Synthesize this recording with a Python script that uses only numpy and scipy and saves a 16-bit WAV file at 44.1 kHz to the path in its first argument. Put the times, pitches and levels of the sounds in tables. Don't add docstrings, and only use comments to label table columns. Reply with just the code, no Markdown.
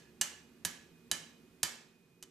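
import sys
import numpy as np
from scipy import signal
from scipy.fft import rfft, irfft
from scipy.io import wavfile
from scipy.ndimage import uniform_filter1d

SR = 44100
rng = np.random.default_rng(int(sys.argv[2]) if len(sys.argv) > 2 else 0)


def dump(signal):
    limited = np.clip(np.atleast_2d(signal).T, -1, 1)
    pcm = np.round(limited * 32767).astype(np.int16)
    wavfile.write(sys.argv[1], SR, pcm)


def gain_from_decibels(decibels):
    exponent = np.asarray(decibels, float) / 20
    return 10 ** exponent


N = 101430
LEAD = 16384

# (time [s], peak level [dB], clatter length [s], thud level [dB], brightness [dB/octave])
BLOWS = [
    (0.2116, -15.5, .006, -33, -0.35),
    (0.6493, -19, .005, -23.5, -1),
    (1.1135, -16.5, .006, -28, -1.07),
    (1.6304, -14.5, .010, -29, -0.84),
    (2.2256, -37, 0.021, -33.5, -1),
    (2.2357, -46, .006, -27, -2.5),
]
# (time [s], level [dB], length [s], thud [dB], brightness [dB/octave])
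EARLIER_BLOW = (-0.2331, -9, 3.5, -33.5, 0.1)
STEEL_HZ = [1692, 1745, 2905, 3030, 3911, 4743, 6065, 6261, 6584, 7605, 8016, 9012, 10788, 12600]
# (t60 [s], blow 1 [dB], blow 2 [dB], blow 3 [dB], blow 4 [dB])
STEEL_RING = [(0.15, -3.5, 0, -1, -11), (0.46, -10.5, -14.5, -11, -13.5), (.18, 0, -28, -26.5, -28.5),
              (0.26, -4.5, -9, -2.5, -4), (0.11, -4, -3.5, 6, -15), (0.32, -16, -8, -5, -3),
              (.18, -4.5, -1, -27, -20), (0.28, -1.5, -9, -7.5, -11.5), (0.06, -3, -17.5, -26, -14.5),
              (0.19, 2.5, -9, -10.5, -5.5), (.15, -11, -7.5, -20, -9.5), (0.39, -7.5, -18.5, -26, -16.5),
              (0.17, -28.5, 2.5, -1, -7), (0.22, -10, -2.5, -20, -8.5)]
# (frequency [Hz], level [dB], t60 [s])
HANDLE_RING = [(3031, 4, .12), (4500, 1, .06), (6099, 6, .1), (6912, 0, .1), (8000, 3, .07), (9012, 1, .08),
               (11460, 3, .05)]
RING_DB, RING_SHORTEN, RING_ECHO_DB, HANDLE_ECHO_DB = -16.5, .45, -5, -5

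# (frequency [Hz], density [dB per Hz])
CLATTER = [(200, -22.5), (800, -15.5), (1700, -13.5), (3000, -10), (5200, -6.5), (7000, -1.5), (12500, -12),
           (14500, -15.5)]
CLATTER_T60_S, CLATTER_T60_SLOPE = 0.031, -0.26
CLATTER_APART_DB, APART_HZ = -20.5, 10000
RATTLE_DB, RISE_S, EVEN_BINS = 2, .0006, 23

# (frequency [Hz], level [dB], t60 [s])
THUD = [(55, -17.5, 0.055), (91, -1.5, .1), (178, 1.1, .13), (234, -7, 0.25), (333, -10.5, 0.19),
        (530, -8, 0.04)]
THUD_RISE_S, THUD_RIGHT_DB, THUD_LAG_S = .005, 2.5, .0007

# (frequency [Hz], t60 [s], level [dB])
ROOM = [(150, .5, -17), (400, 0.92, -9.5), (920, 0.44, -4.5), (1800, 0.55, -1), (3516, 0.52, -10),
        (6500, 0.41, -9.5), (12890, 0.27, -12)]
ROOM_ONSET_S, ROOM_ALIKE = 0.004, 0.49

# (frequency [Hz], width [Hz], level [dB])
RUMBLE = [(77, 17, -10), (163.9, 24, -3.5), (231.8, 29, -3), (265.6, 88, -4.5), (362, 33, -6.5),
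          (385.7, 40, -9.5), (458.2, 35, -9.5)]
RUMBLE_DB, RUMBLE_LAG_S, RUMBLE_APART_DB, RUMBLE_FLICKER_DB = -67, .00018, -18.5, .7
WHINE_HZ, WHINE_DB, WHINE_WANDER_HZ, WHINE_PHASE = 2478, -81, 2.0, 1.3

# (frequency [Hz], density [dB per Hz])
HISS = [(12, -15.5), (60, -26.5), (130, -5.5), (450, -17.5), (750, -20.5), (2500, -23.5), (12400, -32.5),
        (15000, -23.5)]
HISS_DB, HISS_ALIKE_HZ = -70.5, 1494
# (time [s], rumble [dB], hiss [dB], deepest resonance [dB])
SCENE_CHANGE = [
    (1.551, 3.5, 4.5, -0.5),
    (1.95, -2, 0.5, -6),
    (2.149, -1.5, 0.5, -3),
    (2.3, 3.5, -2.5, -15),
]

RIGHT_DB, PORT_PHASE, PORT_PHASE_HZ, LEFT_SHADOW_DB = 4, 0.32, 4000, 2.5
PEAK_CEILING, TOP_HZ, TOP_DROP_DB = .3, 14550, -40


def hammering():
    steel = np.zeros((2, LEAD + N + SR))
    bench, send = np.zeros((2, LEAD + N + SR))
    table = np.array(STEEL_RING).T
    rings = [np.array([STEEL_HZ, table[k], table[0]]).T for k in (2, 1, 2, 3, 4)]
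    rings += [HANDLE_RING] * 2
    for contact, modes in zip([EARLIER_BLOW] + list(BLOWS), rings):
        time_s, db, length_s, thud_db, tilt_db = contact
        near, thud, around = blow(length_s, thud_db, tilt_db, modes)
        start = LEAD + int(time_s * SR)
        span = slice(start, start + len(thud))
        echo_db = HANDLE_ECHO_DB if modes is HANDLE_RING else 0
        steel[:, span] += gain_from_decibels(db) * near
        bench[span] += gain_from_decibels(db) * thud
        send[span] += gain_from_decibels(db + echo_db) * (around + thud)
    return steel, bench, send


def blow(length_s, thud_db, tilt_db, modes):
    t = np.arange(SR // 3) / SR
    rise = 1 - np.exp(-(t / RISE_S) ** 2)
    clatter = jaw_clatter(t[:8192], rise[:8192], length_s, tilt_db)
    hz, db, t60 = np.array(modes).T
    phase = 2 * np.pi * rng.random(len(hz))
    rings = rise * ring(hz, gain_from_decibels(db + RING_DB), RING_SHORTEN * t60, phase, t)
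    near = np.array([rings, rings])
    around = rings * gain_from_decibels(RING_ECHO_DB)
    near[:, :8192] += clatter
    around[:8192] += clatter[0]
    return near, bench_thud(t, thud_db), around


def jaw_clatter(t, rise, length_s, tilt_db):
    noise = rng.standard_normal((3, len(t)))
    clatter = 0
    for hz in 250 * 2 ** np.arange(0, 6.1, .5):
        shared, left, right = band(noise, hz, hz / 1.6)
        apart = gain_from_decibels(CLATTER_APART_DB) * (1 + (hz / APART_HZ) ** 2)
        pair = shared + apart * np.array([left, right])
        t60 = CLATTER_T60_S * (hz / 4000) ** CLATTER_T60_SLOPE
        clatter = clatter + pair * 1000. ** (-t / t60)
    rattle = gain_from_decibels(RATTLE_DB * uniform_filter1d(rng.standard_normal(len(t)), size=9) * 3)
    fade = (1 + (t / max(length_s, .001)) ** 2) ** 0.34
    clatter = clatter * rattle * rise / fade
    clatter = evened(clatter, lambda f: on_log(f, CLATTER) + tilt_db * np.log2((f + 1) / 4000))
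    onset_rms = np.sqrt(np.mean(clatter[:, :256] ** 2))
    return clatter * np.sqrt(rise) * (t < .12) / onset_rms / 3


def bench_thud(t, thud_db):
    hz, db, t60 = np.array(THUD).T
    retuned = hz * (.97 + .06 * rng.random(len(hz)))
    thud = ring(retuned, gain_from_decibels(db + thud_db), t60, 0 * hz, t)
    return thud * (1 - np.exp(-(t / THUD_RISE_S) ** 2))


def workshop(send):
    t = np.arange(32768) / SR
    response = 0
    for hz in 90 * 2 ** np.arange(0, 7.6, .5):
        shared, left, right = band(rng.standard_normal((3, len(t))), hz, hz / 1.6)
        pair = np.sqrt(ROOM_ALIKE) * shared + np.sqrt(1 - ROOM_ALIKE) * np.array([left, right])
        decay = 1000. ** (-t / on_log(hz, ROOM))
        response = response + pair * gain_from_decibels(on_log(hz, ROOM, col=2)) * decay
    response = response * (1 - np.exp(-t / ROOM_ONSET_S)) / 30
    return signal.fftconvolve(send[None], response, axes=1)


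def blower_rumble(deep_db):
    parts = []
    for hz, width, db in RUMBLE:
        flicker = gain_from_decibels(db + RUMBLE_FLICKER_DB * walk(15))
        parts.append(flicker * band(rng.standard_normal((3, N)), hz, 1.04 * width) / np.sqrt(width))
    out = parts[0] * gain_from_decibels(deep_db) + sum(parts[1:])
    late = shaped(out[0], lambda f: np.exp(-2j * np.pi * f * RUMBLE_LAG_S))
    pair = np.array([out[0], late]) + gain_from_decibels(RUMBLE_APART_DB) * out[1:]
    return level(pair, RUMBLE_DB)


def blower_whine():
    phase = 2 * np.pi * np.cumsum(WHINE_HZ + WHINE_WANDER_HZ * walk(18)) / SR
    return np.sin(phase + np.array([[WHINE_PHASE], [0]])) * gain_from_decibels(WHINE_DB + 4 + 2.4 * walk(42))


def hiss():
    shared, left, right = rng.standard_normal((3, N))

    def alike(f):
        return 1 / (1 + f / HISS_ALIKE_HZ)

    common = shaped(shared, lambda f: np.sqrt(alike(f)))
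    separate = shaped(np.array([left, right]), lambda f: np.sqrt(1 - alike(f)))
    return level(shaped(common + separate, lambda f: gain_from_decibels(on_log(f, HISS))), HISS_DB)


def level(x, db):
    return x * gain_from_decibels(db) / np.sqrt(np.mean(x ** 2))


def on_log(hz, table, col=1):
    table = np.array(table)
    return np.interp(np.log(hz + 1), np.log(table[:, 0]), table[:, col])


def shaped(x, gain):
    n = x.shape[-1]
    return irfft(rfft(x) * gain(np.arange(n // 2 + 1) * SR / n), n)


def band(x, hz, width):
    return shaped(x, lambda f: 1 / (1 + 1j * (f - hz ** 2 / (f + 1)) / width) ** 2)


def walk(rate):
    k = int(SR / rate)
    held = np.repeat(rng.standard_normal(N // k + 1), k)
    return 1.3 * uniform_filter1d(uniform_filter1d(held, k), k)[:N]


def ring(hz, gain, t60, phase, t):
    tones = np.sin(2 * np.pi * hz[:, None] * t + phase[:, None])
    return (gain[:, None] * tones * 1000. 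** (-t / t60[:, None])).sum(0)


def evened(x, colour_db):
    spectrum = rfft(x)
    power = uniform_filter1d((np.abs(spectrum) ** 2).mean(0), size=EVEN_BINS) + 1e-18
    hz = np.arange(len(power)) * SR / x.shape[-1]
    return irfft(spectrum * gain_from_decibels(colour_db(hz)) / np.sqrt(power), x.shape[-1])


def left_port(f):
    lead = PORT_PHASE / (1 + (f / PORT_PHASE_HZ) ** 2)
    treble = (f / 12000) ** 4
    return np.exp(1j * lead) * gain_from_decibels(-LEFT_SHADOW_DB * treble / (1 + treble))


def scene():
    t = np.arange(N) / SR
    steel, bench, send = hammering()
    direct = np.array([shaped(steel[0], left_port), steel[1]])
    thud = np.array([bench * gain_from_decibels(-THUD_RIGHT_DB), np.roll(bench, int(THUD_LAG_S * SR))])
    blows = (direct + thud)[:, LEAD:LEAD + N] + workshop(send)[:, LEAD:LEAD + N]
    times, *levels = np.array(SCENE_CHANGE).T
    rumble_db, hiss_db, deep_db = [np.interp(t, times, db) for db in levels]
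    under = blower_rumble(deep_db) * gain_from_decibels(rumble_db) + blower_whine() + hiss() * gain_from_decibels(hiss_db)
    return (blows + under) * gain_from_decibels(np.array([[-RIGHT_DB], [RIGHT_DB]]) / 2)


def band_limit(x):
    return signal.sosfilt(signal.butter(12, 16010, fs=SR, output="sos"), x)


def record(dry):
    rounded = PEAK_CEILING * np.tanh(dry / PEAK_CEILING)
    dull = shaped(rounded, lambda f: gain_from_decibels(TOP_DROP_DB / (1 + (TOP_HZ / (f + 1)) ** 60)))
    return band_limit(dull)


dry = scene()
out = record(dry)
dump(out)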